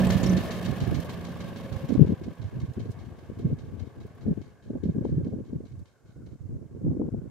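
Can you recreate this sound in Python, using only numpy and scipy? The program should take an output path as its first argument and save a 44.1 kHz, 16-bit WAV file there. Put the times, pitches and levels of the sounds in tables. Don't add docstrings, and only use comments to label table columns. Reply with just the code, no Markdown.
import sys
import numpy as np
from scipy.fft import rfft, irfft, next_fast_len
from scipy.io import wavfile
from scipy.ndimage import uniform_filter1d, minimum_filter1d, map_coordinates

SR = 44100
rng = np.random.default_rng(int(sys.argv[2]) if len(sys.argv) > 2 else 0)


def waveform_to_disk(signal):
    frames = np.transpose(np.atleast_2d(signal))
    scaled = np.clip(frames, -1, 1) * 32767
    samples = np.round(scaled).astype(np.int16)
    wavfile.write(sys.argv[1], SR, samples)


N = 321930


def amp(db):
    return 10 ** (np.asarray(db) / 20)


def unit(x):
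    return x / np.sqrt(np.mean(x ** 2) + 1e-20)


def along(points, hz):
    f, v = np.transpose(points)
    return np.interp(np.log(hz + 1), np.log(f + 1), v)


def curves(rows):
    times, *columns = np.transpose(rows)
    return [np.interp(np.arange(N) / SR, times, column) for column in columns]


def wobble(rate):
    return map_coordinates(rng.standard_normal(int(N * rate / SR) + 4), [np.arange(N) * rate / SR])


def filtered(x, response):
    size = next_fast_len(N + SR // 2)
    return irfft(rfft(x, size) * response(np.fft.rfftfreq(size, 1 / SR)), size)[..., :N]


def panned(side_db):
    gains = amp(np.array([side_db, -side_db]) / 2)
    return gains / np.sqrt(np.mean(gains ** 2, axis=0))


def rush(spectrum, alike):
    def response(hz):
        angle = np.arccos(np.clip(along(alike, hz), -1, 1)) / 2
        return amp(along(spectrum, hz)) * [np.cos(angle), np.sin(angle)]
    mid, side = filtered(rng.standard_normal((2, N)), response)
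    return unit(np.array([mid + side, mid - side]))


def rough_tone(hz, spread_hz):
    angle = 2 * np.pi * np.cumsum(hz + spread_hz * wobble(300)) / SR
    return unit(np.sin(angle) * amp(1.1 * wobble(49)))


def add(track, start, sound):
    part = track[..., max(round(start * SR), 0):][..., :sound.shape[-1]]
    part += sound[..., :part.shape[-1]]


def throb(firings, depth_db, sharp):
    return unit(amp(depth_db * np.exp(-sharp * (firings % 1))))


# pitch in Hz, width in Hz, level in dB.
PIPE_RESONANCES = [(104, 63, -6), (177, 39, 2.5), (237.6, 17.3, 6.5), (360, 21, -20), (503, 420, -13),
                   (640, 97, -21.5)]
# time in seconds, pitch in Hz, level in dB.
PIPE_DRONE = [(0, 188.1, -23), (.2, 183.1, -26), (.37, 183.9, -21), (.42, 187.7, -43.5), (.6, 179, -37),
              (1, 173.9, -40.5), (2.2, 172.2, -51.5), (3.2, 176, -78.5), (7.3, 170, -87)]
def exhaust(firings, beat_db, scatter_db=4, puff_gain=0.98, second_db=-19, third_db=-20):
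    def pipe_and_silencer(f):
        pipe = sum((-1) ** k * amp(db) * 1j * f * width / (hz * hz - f * f + 1j * f * width)
                   for k, (hz, width, db) in enumerate(PIPE_RESONANCES))
        silencer = (1j * f / (60 + 1j * f)) ** 4 / (1 + 1j * f / 1100) ** 2
        return pipe * silencer
    pushes = np.diff(np.floor(firings), prepend=0) * amp(scatter_db * wobble(30))
    puffs = rng.standard_normal(N) * throb(firings, depth_db=7.5, sharp=2.3)
    beat = unit(filtered(unit(pushes) + puff_gain * unit(puffs), pipe_and_silencer))
    drone_hz, drone_db = curves(PIPE_DRONE)
    angle = 2 * np.pi * np.cumsum(drone_hz) / SR + .3 * wobble(30) + .2 * wobble(110)
    waver = unit(amp(2.2 * wobble(28) + 1.5 * wobble(90)))
    drone = unit(np.sin(angle) + amp(second_db) * np.sin(2 * angle) + amp(third_db) * np.sin(3 * angle))
    return amp(beat_db) * beat + amp(drone_db) * waver * drone * throb(firings, depth_db=3, sharp=3.9)


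# frequency in Hz, level in dB.
CHURN_SPECTRUM = [(60, -34), (200, -2.5), (400, 7.5), (700, 2), (900, -3), (1150, -2.5), (1350, -9),
                  (1700, -9), (2200, -13.5), (3000, -19.5), (4500, -25), (9000, -46.5)]
SIZZLE_SPECTRUM = [(1200, -25), (2400, 0.5), (3200, 1), (4500, -4.5), (6500, -8.5), (8700, -12.5),
                   (12500, -10.5), (15500, -17)]
# frequency in Hz, likeness from 0 to 1.
CAR_LIKENESS = [(100, 0), (700, 0.86), (1300, 0.4), (2400, 0.5), (4400, 0.29), (8000, 0.12), (15000, 0.3)]
def machinery(firings, churn_db, sizzle_db, meshes_per_firing=22.3, gear_db=-12):
    churn = rush(CHURN_SPECTRUM, CAR_LIKENESS) * throb(firings, depth_db=2, sharp=3.2)
    churn = unit(churn * amp(1.64 * wobble(120)))
    sizzle = rush(SIZZLE_SPECTRUM, CAR_LIKENESS) * throb(firings, depth_db=3, sharp=2.9)
    sizzle = unit(sizzle * amp(2.6 * wobble(140)))
    shaft = uniform_filter1d(firings, size=20001, mode="nearest")
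    angle = 2 * np.pi * meshes_per_firing * shaft + .65 * wobble(60)
    gear_hz = meshes_per_firing * SR * np.gradient(firings)
    gear = sum(amp(gear_db + along(CHURN_SPECTRUM, k * gear_hz) + 3 * wobble(7)) * np.sin(k * angle)
               for k in (1, 2))
    return amp(churn_db) * (churn + gear) + amp(sizzle_db) * sizzle


# pitch in Hz, width in Hz, boost in dB.
BODY_RESONANCES = [(531, 42, 3), (673, 66, 4), (1098, 127, 5.5), (1590, 190, 6), (1766, 30, 4),
                   (2170, 150, 7), (2570, 51, 4), (2719, 20, 6), (2880, 62, 4), (3117, 45, 6),
                   (3430, 53, 3), (3727, 35, 6), (4344, 32, 4), (5098, 18, 6), (5346, 30, 4)]
def bodywork(sound):
    def boost(f):
        return amp(sum(db / (1 + (2 * (f - hz) / width) ** 2) for hz, width, db in BODY_RESONANCES))
    return filtered(sound, boost)


# time in seconds, pitch in Hz, level in dB.
GEAR_WHINE = [(0, 1764, -46.5), (.8, 1694, -56), (2, 1640, -66.5), (3.1, 1634, -73), (5.15, 1610, -72),
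              (5.7, 1563, -84), (6, 1457, -75.5), (6.27, 1440, -76.5), (6.5, 1430, -90), (7.15, 1425, -75)]
def whine(spread_hz=95):
    hz, db = curves(GEAR_WHINE)
    angle = 2 * np.pi * np.cumsum(hz + spread_hz * wobble(300)) / SR
    return amp(db) * unit(wobble(130) * np.sin(angle) + wobble(130) * np.cos(angle))


# start in seconds, length in seconds, pitch in Hz, level in dB.
PANEL_NOTES = [(0, .16, 675, -42.5), (0, .15, 587, -46.5), (.03, .36, 1770, -53), (.2, .22, 527, -46.5),
               (.2, .32, 635, -49), (.55, .25, 1696, -60), (.6, .3, 764, -59), (.78, .16, 675, -53),
               (1.62, .24, 527, -51.5)]
def panels(spread_hz=22, fade_s=0.019):
    out, t = np.zeros(N), np.arange(N) / SR
    for start, length, hz, db in PANEL_NOTES:
        swell = np.clip(.5 + np.minimum(t - start, start + length - t) / fade_s, 0, 1)
        out += amp(db) * swell * rough_tone(hz, spread_hz)
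    return out


def turbulence(spectrum, lump_db, rate):
    air = rush(spectrum, alike=[(100, 0.16), (500, 0.3)])
    air *= amp(lump_db * np.array([wobble(rate), wobble(rate)]))
    power = uniform_filter1d(uniform_filter1d(air ** 2, size=2400, axis=1), size=700, axis=1)
    return air / np.sqrt(np.abs(power) + 1e-12)


# frequency in Hz, level in dB.
RUMBLE_SPECTRUM = [(15, -34.5), (35, -17), (55, -2), (85, 5), (125, 5.5), (200, -10), (330, -18),
                   (600, -43), (1200, -54.5), (3000, -82)]
FLUTTER_SPECTRUM = [(50, -4.5), (130, -3.5), (230, 8), (350, 1), (500, -6), (700, -25.5), (1000, -35),
                    (2000, -59.5), (5000, -87.5)]
# time in seconds, level in dB.
BREEZE_LEVELS = [(0, -35), (1.5, -39.5), (2.15, -46), (2.36, -59.5), (2.5, -59), (3.2, -47.5),
                 (3.92, -51.5), (4.45, -46.5), (4.61, -61), (4.67, -42), (5.45, -43), (5.7, -48),
                 (5.99, -68), (6.07, -49), (6.15, -55), (6.38, -58), (6.7, -54), (7.3, -47.5)]
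# start and hold in seconds, left and right levels in dB, flutter over rumble in dB.
WIND_GUSTS = [(0, 0.17, -35, -22.5, -20), (0.198, 0.21, -37, -22.0, -2.5), (0.669, 0.066, -48.0, -26, -7),
              (0.818, 0.18, -40, -23.0, -8.5), (1.723, 0.054, -52, -27, -28),
              (1.891, 0.076, -38, -29.5, -1), (1.98, 0.071, -20, -26, -4.5), (2.069, 0.072, -28, -27, -1),
              (2.193, 0.13, -37, -37.5, -2), (2.393, 0.095, -43.0, -33, -14), (2.529, 0.13, -35, -33, -7.5),
              (2.684, 0.032, -36, -31, -14), (2.77, 0.14, -33, -34.5, -6), (2.94, 0.19, -38, -47.5, -9),
              (3.301, 0.032, -36, -35, 2), (3.376, 0.092, -32.5, -36.0, -2.5),
              (3.446, 0.079, -30, -29, -2.5), (3.548, 0.18, -42, -39, -8),
              (3.728, 0.15, -33.5, -50.5, -7.5), (3.97, 0.098, -40, -42.5, -3),
              (4.203, 0.044, -39.5, -45, -5), (4.259, 0.073, -27, -32, -3), (4.365, 0.053, -36.5, -43, -3),
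              (4.701, 0.081, -36, -38.5, 1), (4.835, 0.088, -28, -29.5, -2),
              (4.948, 0.145, -28.5, -34, 4.5), (5.102, 0.14, -30.5, -26.5, -6), (5.25, 0.17, -33, -34, 3.5),
              (5.495, 0.11, -37, -39, 1.5), (5.605, 0.056, -47, -43.5, 5), (5.709, 0.12, -42, -37.5, -15),
              (6.167, 0.19, -44.5, -40.5, -6), (6.411, 0.07, -44.5, -36, -16),
              (6.495, 0.075, -34, -33.5, -10.5), (6.578, 0.089, -46, -40.0, -0.5),
              (6.714, 0.11, -41.5, -37.5, 0.5), (6.833, 0.1, -25.5, -24.5, -1.5),
              (6.95, 0.14, -31.0, -32, 7), (7.12, 0.078, -30.5, -33, -8), (7.209, 0.074, -44.5, -37, 0)]
def wind(attack_s=0.0068, release_s=0.0043, breeze_flutter_db=-6, swirl_db=1):
    def shares(flutter_db):
        ratio = amp(flutter_db) ** 2
        return np.array([1, ratio])[:, None, None] / (1 + ratio)
    t = np.arange(N) / SR
    breeze_db, = curves(BREEZE_LEVELS)
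    power = shares(breeze_flutter_db) * amp([breeze_db, breeze_db]) ** 2
    for start, hold, left_db, right_db, flutter_db in WIND_GUSTS:
        near = slice(max(round(start * SR) - SR // 8, 0), round((start + hold) * SR) + SR // 8)
        age = t[near] - start
        swell = np.exp(-np.maximum(-age, 0) / attack_s - np.maximum(age - hold, 0) / release_s)
        power[..., near] += shares(flutter_db) * (amp([[left_db], [right_db]]) * swell) ** 2
    rumble = np.sqrt(power[0]) * turbulence(RUMBLE_SPECTRUM, lump_db=5, rate=55)
    flutter = np.sqrt(power[1]) * turbulence(FLUTTER_SPECTRUM, lump_db=9, rate=120)
    swirl = amp(swirl_db * np.array([wobble(26), wobble(28)]))
    return swirl * (rumble + flutter) + hedges(10 * np.log10(power.sum(axis=(0, 1))))


# frequency in Hz, level in dB.
HEDGE_SPECTRUM = [(30, -1.5), (100, 8.5), (450, 23), (900, 7), (1600, 5.5), (2600, -8.5), (4500, 3.5),
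                  (6800, 7), (10000, 0), (13000, -3), (15500, -8)]
# frequency in Hz, likeness from 0 to 1.
HEDGE_LIKENESS = [(100, 0.69), (1500, 0.39), (5000, 0.15), (12000, .05)]
def hedges(wind_db, level_db=-71, stir=0.13):
    gust_db = uniform_filter1d(wind_db, size=6000) - np.mean(wind_db)
    return amp(level_db + stir * gust_db + .6 * wobble(1.5)) * rush(HEDGE_SPECTRUM, HEDGE_LIKENESS)


def burst(t, attack_s, fade_s):
    return (1 - np.exp(-t / attack_s)) * amp(-60 * t / fade_s)


# start in seconds, level in dB, pitch in Hz.
METAL_CHINKS = [(0.068, -39, 7600), (.198, -42.5, 5000), (0.231, -32.5, 6910), (0.261, -31.5, 5580),
                (0.294, -33, 5970), (.328, -40.5, 6050)]
def chinks(blur=0.2):
    out, t = np.zeros((2, N)), np.arange(SR // 10) / SR
    strike = burst(t, attack_s=.0011, fade_s=.057)
    for start, db, hz in METAL_CHINKS:
        drift = blur * np.cumsum(rng.standard_normal((2, len(t))), axis=1)
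        add(out, start, amp(db) * strike * np.sin(2 * np.pi * hz * t + drift))
    return out


# start in seconds, level in dB.
CYLINDER_CHUFFS = [(0.102, -33.0), (0.234, -36.5), (0.367, -37.5), (0.506, -37.0), (0.651, -41.0),
                   (0.802, -41.0), (0.943, -42.0), (1.093, -45.0), (1.248, -46.0), (1.403, -46.5),
                   (1.56, -48.0), (1.724, -49.0), (1.888, -47.0), (2.06, -55.0), (2.234, -56.5),
                   (2.414, -55.0), (2.6, -55.5), (2.793, -54.0), (2.989, -58.0), (3.185, -62.5),
                   (3.386, -57.5), (3.585, -57.0), (3.794, -58.5), (4.001, -59.5), (4.209, -61.0),
                   (4.414, -60.0), (4.624, -64.0), (4.833, -60.0), (5.038, -60.5), (5.244, -64.5),
                   (5.448, -66.5), (5.652, -64.5), (5.855, -67.0), (6.057, -69.5), (6.258, -69.0)]
# frequency in Hz, level in dB.
CHUFF_SPECTRUM = [(500, -21), (1000, 3), (2000, 0), (3000, 2), (4000, 5), (5500, 1.5), (7100, -2.5),
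                  (8500, -10), (12500, -20), (15500, -30)]
CHUFF_TONES = [(2190, -9), (3150, -9), (3900, -7.5), (4400, -9.5), (5950, -12), (6600, -14)]
def chuffs(gain_db=-3.5, tail_db=-16, tail_db_per_s=2.5, next_db=-9, next_cycles=.3, rattle_db=2.6):
    power, t = np.zeros(N), np.arange(SR // 2) / SR
    spit = burst(t, attack_s=.0018, fade_s=.125)
    tail = amp(tail_db) * burst(t, attack_s=.012, fade_s=.45)
    starts, levels_db = np.transpose(CYLINDER_CHUFFS)
    for start, db, period in zip(starts, levels_db, np.gradient(starts)):
        scattered = tail * amp(tail_db_per_s * start)
        add(power, start, amp(db) ** 2 * (spit ** 2 + scattered ** 2))
        add(power, start + next_cycles * period, (amp(db + next_db) * spit) ** 2)
    ring = np.zeros((2, N))
    for hz, db in CHUFF_TONES:
        strength = amp(db + 0.83 * wobble(5))
        ring += strength * np.array([rough_tone(hz, spread_hz=110) for _ in range(2)])
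    level = np.sqrt(power) * amp(gain_db + rattle_db * wobble(170))
    return level * (rush(CHUFF_SPECTRUM, CAR_LIKENESS) + ring)


# time of the peak and length in seconds, level in dB,
# pitch in Hz, left minus right in dB.
EDDY_THUMPS = [(0.158, 0.022, -17.0, 137, -15), (0.7, 0.024, -22.0, 136, -17),
               (0.822, 0.022, -22.0, 147, 13), (0.925, 0.026, -20.0, 147, -6),
               (1.752, 0.024, -27.0, 129, -17), (1.845, 0.018, -23.5, 139, 7),
               (1.906, 0.01, -17.5, 294, -24), (1.927, 0.014, -14.5, 179, -25),
               (1.957, 0.016, -18.0, 255, -18), (1.995, 0.008, -8, 240, 12), (2.02, 0.026, -3.5, 150, 19),
               (2.098, 0.016, -16.5, 177, 6), (2.124, 0.008, -15.5, 220, 5), (2.284, 0.012, -25.0, 219, -4),
               (2.452, 0.022, -24.0, 101, -4), (2.57, 0.018, -26.5, 141, 2), (2.635, 0.028, -23.5, 127, 0),
               (2.78, 0.014, -25.5, 218, 1), (2.898, 0.014, -26.0, 113, -17),
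               (3.457, 0.022, -16.0, 150, -3), (3.53, 0.024, -18.0, 127, 1), (3.823, 0.018, -26.5, 115, 12),
               (4.287, 0.024, -17.5, 213, 1), (4.317, 0.02, -18.0, 172, 0), (4.381, 0.014, -26.5, 187, 13),
               (4.705, 0.01, -22.5, 230, 4), (4.758, 0.02, -24.5, 255, -2), (4.862, 0.014, -19.5, 191, -2),
               (4.897, 0.016, -18.5, 165, -3), (4.967, 0.008, -20.0, 286, 1), (4.984, 0.01, -19.5, 169, 9),
               (5.014, 0.01, -22.0, 199, 3), (5.051, 0.009, -20.0, 317, 4), (5.126, 0.018, -17.5, 127, 0),
               (5.18, 0.024, -16.5, 126, 1), (5.27, 0.011, -20.0, 193, -6), (5.34, 0.022, -23.5, 215, 8),
               (5.533, 0.01, -24.5, 266, 1), (5.563, 0.016, -23.0, 145, -1), (6.851, 0.016, -18.5, 164, 1),
               (6.882, 0.024, -18.5, 161, -5), (6.922, 0.008, -23.0, 208, 7), (6.999, 0.011, -20.0, 255, 2),
               (7.018, 0.014, -21.0, 239, 4), (7.145, 0.018, -23.0, 201, 1)]
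def eddies(swirl=.24, lead_cycles=.4, steepen=.22):
    out, t = np.zeros((2, N)), np.arange(SR // 12) / SR
    middle = t.mean()
    for peak_s, length, db, hz, side_db in EDDY_THUMPS:
        knots = rng.standard_normal((2, 64))
        bend = np.array([map_coordinates(port, [t * 450], mode="mirror") for port in knots])
        cycles = np.cumsum(hz * np.exp(swirl * bend), axis=1) / SR
        cycles = cycles - cycles[:, [len(t) // 2]]
        angle = 2 * np.pi * (cycles + rng.random() + lead_cycles * rng.random((2, 1)))
        swell = np.exp(-(2 * (t - middle) / length) ** 2)
        thump = swell * (np.sin(angle) + steepen * np.sin(2 * angle) * swell)
        add(out, peak_s - middle, amp(db) * panned(side_db)[:, None] * thump)
    return out


# start in seconds, crunch level in dB, tick level in dB.
STONE_SNAPS = [(1.001, -49, -53), (1.045, -53, -55), (1.932, -54, -74), (2.352, -68, -70),
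               (2.734, -59, -66), (2.904, -59, -73), (2.915, -56, -72), (3.389, -66, -68),
               (4.065, -70, -64), (4.149, -73, -68), (5.791, -67, -73)]
# frequency in Hz, level in dB.
CRUNCH_SPECTRUM = [(1500, -34), (3500, 2.5), (6000, 2), (9000, -2.5), (13000, -12), (15500, -15.5)]
TICK_SPECTRUM = [(5000, -25), (9000, -2), (12000, 2), (15500, -5.5)]
def grit(fine_db, scatter_db=4, grains=70):
    levels, t = np.zeros((2, N)), np.arange(SR // 10) / SR
    snap = burst(t, attack_s=.0012, fade_s=.062)
    for start, crunch_db, tick_db in STONE_SNAPS:
        add(levels, start, amp([[crunch_db], [tick_db]]) * snap)
    for at, size in zip(rng.integers(N, size=grains), rng.standard_normal(grains)):
        add(levels[0], at / SR, amp(fine_db[at] + scatter_db * size) * snap)
    crunch, tick = levels * amp(1.6 * wobble(570))
    return crunch * rush(CRUNCH_SPECTRUM, CAR_LIKENESS) + tick * rush(TICK_SPECTRUM, CAR_LIKENESS)


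def engine_cycles(extra=7):
    starts = np.transpose(CYLINDER_CHUFFS)[0]
    starts = np.pad(starts, (1, extra), mode="reflect", reflect_type="odd")
    return np.interp(np.arange(N) / SR, starts, np.arange(len(starts)))


# time in seconds, level in dB.
CAR_LEVEL = [(0, 0), (1.4, -0.5), (1.9, 2), (2.15, -4), (3.1, -3), (4.35, -1.5), (4.65, -8), (5.05, -2),
             (6, -7.5), (7.3, 1)]
def receding(cycles, loss_db_per_m, swell_depth=1, start_m=3.89, metres_per_cycle=0.69):
    travel_m = metres_per_cycle * cycles
    swell_db, = curves(CAR_LEVEL)
    return swell_depth * swell_db - 20 * np.log10(1 + travel_m / start_m) - loss_db_per_m * travel_m


# frequency in Hz, left minus right in dB.
CAR_BALANCE = [(150, -4), (400, -3), (700, -1), (1300, 2), (2400, .5), (4400, -.5), (8000, -2), (15000, -3)]
def scene(cylinders=4):
    cycles = engine_cycles()
    firings = cylinders * cycles
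    beat_db = -30 + receding(cycles, loss_db_per_m=1.06, swell_depth=3.2)
    churn_db = -35 + receding(cycles, loss_db_per_m=0.56, swell_depth=0.79)
    sizzle_db = -42.5 + receding(cycles, loss_db_per_m=0.96, swell_depth=1.2)
    crackle_db = -49.5 + receding(cycles, loss_db_per_m=1.1)
    engine = exhaust(firings, beat_db) + bodywork(machinery(firings, churn_db, sizzle_db) + chuffs())
    car = engine + panels() + chinks() + grit(crackle_db)
    return filtered(car, lambda hz: panned(along(CAR_BALANCE, hz))) + whine() + wind() + eddies()


def record(dry, bass_hz=54, top_hz=15750):
    needed = 1 / np.maximum(np.max(np.abs(dry), axis=0), 1)
    gain = uniform_filter1d(minimum_filter1d(needed, size=800), size=600)
    return filtered(dry * gain, lambda hz: (hz < top_hz) / np.sqrt(1 + (bass_hz / (hz + 1)) ** 4))


dry = scene()
out = record(dry)
waveform_to_disk(out)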